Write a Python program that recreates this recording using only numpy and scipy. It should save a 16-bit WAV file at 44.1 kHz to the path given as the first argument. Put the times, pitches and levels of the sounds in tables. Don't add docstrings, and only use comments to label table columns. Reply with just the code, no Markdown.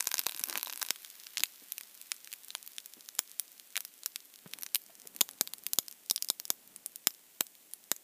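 import sys
import numpy as np
from scipy import signal
from scipy.fft import rfft, irfft, next_fast_len
from scipy.io import wavfile

SR = 44100
rng = np.random.default_rng(int(sys.argv[2]) if len(sys.argv) > 2 else 0)


def master(y):
    cut = np.clip(np.atleast_2d(y).T, -1, 1)
    pcm = np.round(cut * 32767)
    wavfile.write(sys.argv[1], SR, pcm.astype(np.int16))


N = 354427
TIME = np.arange(N) / SR
LET_GO_S, CAMERA_LIFTED_S, TAUT_S = 0.9, 5.3, 5.95


def from_db(db):
    return 10 ** (np.asarray(db) / 20)


def add(out, s, sound):
    at = max(0, round(s * SR))
    out[at:at + len(sound)] += sound[:max(0, N - at)]


def edge(x, hz, kind, order=2):
    return signal.sosfilt(signal.butter(order, np.clip(hz, 10, .48 * SR), kind, fs=SR, output="sos"), x)


def shelf(x, db, hz):
    for _ in range(2):
        x = x + (from_db(db / 2) - 1) * edge(x, hz, "high", order=1)
    return x


def resonate(x, hz, width_hz):
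    r = np.exp(-np.pi * width_hz / SR)
    feedback = [1, -2 * r * np.cos(2 * np.pi * hz / SR), r * r]
    return signal.lfilter(np.array([1, 0, -1]) * (1 - r * r) / 2, feedback, x)


def colour(x, spectrum):
    hz, db = np.transpose(spectrum)
    size = next_fast_len(len(x))
    bins_hz = np.maximum(np.arange(size // 2 + 1) * SR / size, 1)
    gain = from_db(np.interp(np.log(bins_hz), np.log(hz), db))
    return irfft(rfft(x, size) * gain, size)[:len(x)]


def noise(spectrum):
    x = colour(rng.standard_normal(N), spectrum)
    return x / x.std()


def burst(t60, size):
    x = rng.standard_normal(size) * np.exp(-np.log(1000) * np.arange(size) / SR / t60)
    return x / np.linalg.norm(x)


def strokes(rows):
    return sum(from_db(db) * np.exp(-(2 * (TIME - s) / length) ** 2) for s, length, db in rows)


def echoes(x, spectrum, t60, delay_s):
    tail = np.r_[np.zeros(round(delay_s * SR)), burst(t60, size=min(len(x), 16384))]
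    response = colour(tail, spectrum)[:len(tail) * 3 // 4]
    return signal.fftconvolve(x, response)[:len(x)]


def room_tone(level_db=-61):
    # (frequency [Hz], gain [dB])
    hiss_eq = [(24, -55), (40, -8), (76, -26), (196, -2), (313, 0.5), (514, -3), (659, -2), (1200, -12),
               (3070, -6.5), (4340, -12.5), (7490, -1), (13900, -3.5), (15000, -1.5)]
    return from_db(level_db) * noise(hiss_eq)


def workshop(x):
    # (frequency [Hz], gain [dB])
    tail_eq = [(150, -42), (1000, -39), (4000, -31.5), (9000, -25.5), (15000, -16)]
    return echoes(x, tail_eq, t60=0.15, delay_s=.008)


def on_bench(x):
    # (frequency [Hz], gain [dB])
    clutter_eq = [(150, -28), (700, -13), (2000, -16.5), (4000, -18), (7500, -22.5), (10000, -14.5),
                  (13000, -14), (15500, -23)]
    return x + echoes(x, clutter_eq, t60=0.036, delay_s=.002)


def handling(resting_rub_db=-68, steady_grip_db=-79.5):
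    # (middle [s], length [s], level [dB])
    slides = [(0.503, 0.055, -48), (0.563, 0.041, -47)]
    # (middle [s], length [s], level [dB])
    grip_shifts = [(4.54, 0.27, -67), (5.15, 0.6, -70), (5.6, 0.84, -72), (6.7, 0.48, -69.5)]
    # (frequency [Hz], gain [dB])
    rub_eq = [(100, -33), (270, 5), (500, -4), (1000, 0.5), (2500, -7), (6000, -7.5), (15000, -26)]
    # (frequency [Hz], gain [dB])
    grip_eq = [(40, -15), (100, -12), (200, 4), (350, -1.5), (700, -6), (1500, -10), (5000, -25)]
    rub = np.hypot(strokes(slides), from_db(resting_rub_db) * (TIME < LET_GO_S))
    grip = np.hypot(strokes(grip_shifts), from_db(steady_grip_db) * (TIME > CAMERA_LIFTED_S))
    return rub * noise(rub_eq) + grip * noise(grip_eq)


def bumps(makeup_db=37.5):
    # (time [s], relative level [dB], pitch [Hz], scuff t60 [s])
    contacts = [(0.349, -53, 190, 0.029), (0.407, -46, 212, 0.027), (1.406, -49.5, 306, 0.073),
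                (1.62, -52, 284, 0.053), (2.969, -49.5, 282, 0.19), (3.767, -46.5, 665, 0.087),
                (4.46, -37.5, 155, 0.025), (4.556, -53, 260, 0.042), (4.897, -52, 670, 0.044),
                (5.054, -46.5, 390, 0.033), (5.151, -50, 250, 0.053)]
    out = np.zeros(N)
    for s, db, hz, t60 in contacts:
        push = np.roll(burst(t60, size=4096), shift=128)
        push[0] += 1
        body = resonate(push, hz, width_hz=102) + .05 * resonate(push, hz=950, width_hz=840)
        thud = edge(edge(body, 135, "high"), 2700, "low")
        add(out, s, from_db(db + makeup_db) * thud)
    return out


def vigour(full_until_s=1.15, fade_db=3.4):
    doublings = np.log2(np.maximum(TIME / full_until_s, 1))
    return from_db(-fade_db * doublings)


def fizz(level_db=-53.3, spread_db=8.5):
    # (frequency [Hz], gain [dB])
    fizz_eq = [(300, -34), (900, -5), (2000, 0.5), (4000, 1.5), (6000, -0.5), (9000, -3), (13000, 4),
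               (15500, 3)]
    sizes = from_db(spread_db * np.minimum(rng.standard_normal(N), 3))
    bubbles = colour(rng.standard_normal(N) * sizes, fizz_eq)
    return from_db(level_db) * vigour() * bubbles / bubbles.std()


def snap(shiver):
    film = np.roll(burst(t60=.0055, size=3072), shift=3)
    x = shiver * edge(film, 2500, "high", order=1)
    x[0] += 1
    return x / np.linalg.norm(x)


def ticks(per_s, level_db, low_cut_hz, spread_db, treble_db, uneven, facet_db=4.5):
    strain = np.cumsum(per_s) / SR
    palette = []
    for ring_hz in np.geomspace(3500, 13500, num=6):
        click = shelf(edge(snap(shiver=0.48), low_cut_hz, "high"), treble_db, hz=5700)
        tick = click + from_db(facet_db) * resonate(click, ring_hz, width_hz=0.46 * ring_hz)
        palette.append(tick / np.linalg.norm(tick))
    out = np.zeros(N)
    for k, (step, size, facet) in enumerate(rng.random((int(strain[-1]), 3))):
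        s = np.searchsorted(strain, k + uneven * step) / SR
        db = level_db + spread_db * (2 * size ** 2 - 1)
        add(out, s, from_db(db) * palette[int(facet * len(palette))])
    return out


def wrinkles(crumples_per_s=56, swell_ticks_per_s=46, taut_share=.35):
    crumple_rate = crumples_per_s * (TIME < LET_GO_S)
    crumpling = ticks(crumple_rate, level_db=-16.5, low_cut_hz=600, spread_db=3, treble_db=3, uneven=.7)
    slack = np.where(TIME < TAUT_S, 1, taut_share)
    swell_rate = swell_ticks_per_s * vigour() * slack
    swelling = ticks(swell_rate, level_db=-27, low_cut_hz=1500, spread_db=6.5, treble_db=6.5, uneven=1.2)
    return crumpling + swelling


def held(x, muffle=0.13):
    # (time [s], pressure [0-1])
    hold = [(0, 1.0), (0.3, 0.92), (0.4, 1), (0.9, 0.93), (0.95, 0.2)]
    # (frequency [Hz], width [Hz], gain [dB])
    hollow_modes = [(1010, 130, 3), (1568, 117, 4), (2510, 710, -2.5), (3846, 134, 0), (5850, 530, -10),
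                    (12300, 1800, -4)]
    pressure = np.interp(TIME, *np.transpose(hold))
    pressed = x * pressure + 1e-18
    box = sum(from_db(db) * resonate(pressed, hz, width) for hz, width, db in hollow_modes)
    return x * (1 - muffle * pressure) + box


def creases(least_width_hz=600, damping=0.13):
    # (time [s], level [dB], low cut [Hz], ring [Hz], facet gain [dB], treble [dB])
    folds = [(0.0068, -2, 400, 7360, 15, -2.5), (0.072, -1, 300, 6900, 4, -1),
             (0.1159, -7, 900, 2980, 6, -1.5), (0.1419, -1.5, 200, 6800, 10, -2.5),
             (0.182, -7.0, 2200, 5100, 3, -4), (0.1932, -0.5, 200, 6200, 0, 5.5),
             (0.2666, -0.5, 200, 6200, -12, -2), (0.2944, -11, 400, 3800, 2, 3),
             (0.395, -10, 1400, 10300, 7, 2), (0.4383, -1, 550, 11100, -6, 11.5),
             (0.4978, -7.5, 200, 4600, 5, 5), (0.5276, -13.5, 300, 4200, 0, -12),
             (0.5558, -9, 400, 2300, -12, -20), (0.5757, -6, 400, 13400, 3, 2),
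             (0.5818, -12.5, 200, 3000, 4, 4), (0.63, -7, 550, 12300, 4, -0.5),
             (0.6604, -18, 2700, 3800, 18, -8), (0.6716, -18.5, 400, 1000, 5, -25),
             (0.6977, -14, 540, 6200, 2, -13), (0.7266, -14.5, 700, 12300, -5, -2),
             (0.818, -8.5, 1100, 5100, 3, -11), (0.8276, -3.5, 400, 2000, 3, 7.5),
             (0.9064, 0.5, 207, 5170, 6.5, -3.5), (0.9598, -20, 1100, 3400, 2, -3),
             (1.0478, -17, 3400, 1600, 8, -6.5), (1.2686, -18.0, 3400, 1000, 0, -36),
             (1.372, -5.5, 1813, 5600, 3, -21), (1.381, -7.5, 700, 6200, 17, -3),
             (1.3963, -13, 200, 3400, 6, 3), (1.4051, -9, 200, 5100, 15, -2),
             (1.4358, 2.5, 2270, 13400, 6.5, -18), (1.457, -20.5, 2700, 5100, -2, -21),
             (1.7213, -6.5, 191, 13600, -7, 15.5), (1.7812, -10.0, 200, 2620, 9.5, 19),
             (1.81, -15, 200, 1930, 12, 16), (2.0144, -17, 1400, 3800, 7, 17),
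             (2.118, -4, 3340, 1296, 1, -21), (2.2743, -20, 1800, 1630, 13, 0),
             (2.3283, -12, 1400, 3000, 3, 9), (2.337, -13, 200, 2320, 6.5, 13),
             (2.4837, -19, 1100, 12300, 3, 6), (2.5049, -15.5, 2700, 4100, 8, -18),
             (2.5511, -8.0, 920, 10800, 4, -26), (2.6759, -16.5, 1800, 13500, 2, 1.5),
             (2.7833, -11.0, 2730, 3500, -7, -16), (2.8598, -16, 1800, 13300, 2, 5),
             (3.0883, -15, 2200, 6060, -3, -4), (3.187, -14.5, 1070, 2400, 6, 9),
             (3.1914, 3.0, 300, 2370, 1.5, 5.5), (3.397, 0.5, 550, 4100, 0, 22.5),
             (3.7566, -10.5, 1800, 2300, 16, -3), (3.7667, -3, 1100, 3000, 9, 6.5),
             (3.7765, -5, 400, 1670, 11, 6.5), (3.8061, -10, 900, 5600, 1, 12),
             (3.8505, -12, 1100, 3400, -4, 11.5), (4.0344, -18.0, 550, 4200, 8, 4),
             (4.0606, -1.5, 1410, 5100, -4, 9), (4.1596, -8.5, 2730, 2300, -8, -13),
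             (4.5362, -11.0, 2700, 1930, 2, -12), (4.5873, -19.5, 400, 11000, 11, -7),
             (4.6229, -14, 696, 2600, -6, 14), (4.6334, -8.5, 550, 5140, 2, 11),
             (4.6643, -14.5, 1800, 6900, 4, -12), (4.7474, 1.5, 1790, 13400, 10, -3.5),
             (4.7568, 0, 400, 2870, 14.5, 14.5), (4.7645, -11, 700, 13400, 8, 7),
             (5.0733, -15.5, 200, 7650, -9, 14), (5.1636, -15.5, 1800, 11200, 4, -2),
             (5.2093, 4, 200, 2290, 5, 12.5), (5.2901, -16, 550, 6200, -12, -4.5),
             (5.3113, -20, 400, 10100, 4, 11), (5.4745, -12.5, 300, 4200, 13, 8),
             (5.5361, -9.0, 700, 4140, 3, 6.5), (5.6657, -2.5, 1100, 2530, -2, 13),
             (5.7338, 1.5, 200, 4600, -3, 21.5), (5.8827, -14, 300, 5040, 7, 9),
             (5.9124, -19.5, 1100, 13400, 6, 8), (6.0993, -4, 200, 4730, 17, 21),
             (6.161, -2.5, 400, 4900, 15.5, 21), (6.1785, -15.0, 900, 4200, 20, -12),
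             (6.2243, -2, 400, 5130, 8, 17.5), (6.2464, -12, 200, 6900, 2, 18),
             (6.2873, -8.5, 550, 5100, 11, 18), (6.3994, -10.0, 400, 4700, 9.5, 9.5),
             (6.4535, -12.5, 200, 5060, 11, 12), (6.762, -15.5, 550, 9200, 1, 11),
             (6.8613, -7.5, 198, 10900, 6, 13), (6.9589, -11.5, 400, 10300, -8, 25),
             (7.1065, -21.5, 700, 5100, 6, 6), (7.4062, -12, 700, 6900, 6, 21),
             (7.7358, -12, 400, 11000, 6, 11.5), (7.9641, -18.5, 400, 6840, 5, 13)]
    out = np.zeros(N)
    for s, db, low_cut_hz, ring_hz, facet_db, treble_db in folds:
        click = shelf(edge(snap(shiver=0.86), low_cut_hz, "high"), treble_db, hz=5580)
        ring = resonate(click, ring_hz, width_hz=least_width_hz + damping * ring_hz)
        crack = click + from_db(facet_db) * ring
        add(out, s, from_db(db) * on_bench(crack / np.linalg.norm(crack)))
    return out


def pops(spread_db=0.74):
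    # (time [s], level [dB], puff gain [dB], puff top [Hz], treble [dB], pitch [ratio])
    flips = [(5.213, 7.5, -6.5, 1500, -8.5, 0.92), (5.4108, 3, -2.5, 2040, -1, 0.95),
             (5.7866, 5.5, -5, 1354, -4, 0.93), (6.1107, 4, -8.5, 1500, -4, 1),
             (6.3013, 4, -8.5, 1540, -5.5, 0.97), (6.5032, 3, -6, 1560, -2.5, 0.95),
             (7.0712, 5.5, -4.5, 3540, -3, 0.954), (7.4084, 0, -0.5, 3100, 1, 1),
             (7.916, 0, -0.5, 3000, 1, 0.963)]
    # (frequency [Hz], width [Hz], gain [dB])
    panel_modes = [(640, 15, -23), (2420, 130, -8), (3730, 590, 4.5), (5400, 120, 1.5), (5470, 970, 1),
                   (7370, 780, 7), (7870, 2800, 2), (8940, 7800, -2), (11360, 3500, 3.5),
                   (11900, 1300, 8.5), (13300, 1140, 6.5), (13470, 590, 10.5), (14560, 530, 5.5)]
    out = np.zeros(N)
    for s, db, puff_db, top_hz, treble_db, pitch_ratio in flips:
        push = snap(shiver=0.53)
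        strengths = from_db(spread_db * rng.standard_normal(len(panel_modes)))
        skin = 0
        for k, (hz, width, mode_db) in enumerate(panel_modes):
            polarity = (-1) ** ((k + 1) // 2)
            ring = resonate(push, hz * pitch_ratio, width)
            skin = skin + polarity * strengths[k] * from_db(mode_db) * ring
        air = edge(push, top_hz, "low", order=4)
        puff = edge(air, 163, "high", order=3) + 0.84 * resonate(air, hz=229, width_hz=320) + 0.045 * air
        pop = shelf(skin, treble_db, hz=7960) + from_db(puff_db) * puff
        add(out, s, from_db(db) * on_bench(pop))
    return out


def scene():
    foil = held(creases() + wrinkles()) + pops()
    return (foil + workshop(foil) + fizz() + bumps() + handling() + room_tone())[None]


def record(dry):
    cutoff_hz = 15300
    return signal.sosfilt(signal.ellip(10, .2, 70, cutoff_hz, fs=SR, output="sos"), dry)


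dry = scene()
out = record(dry)
master(out)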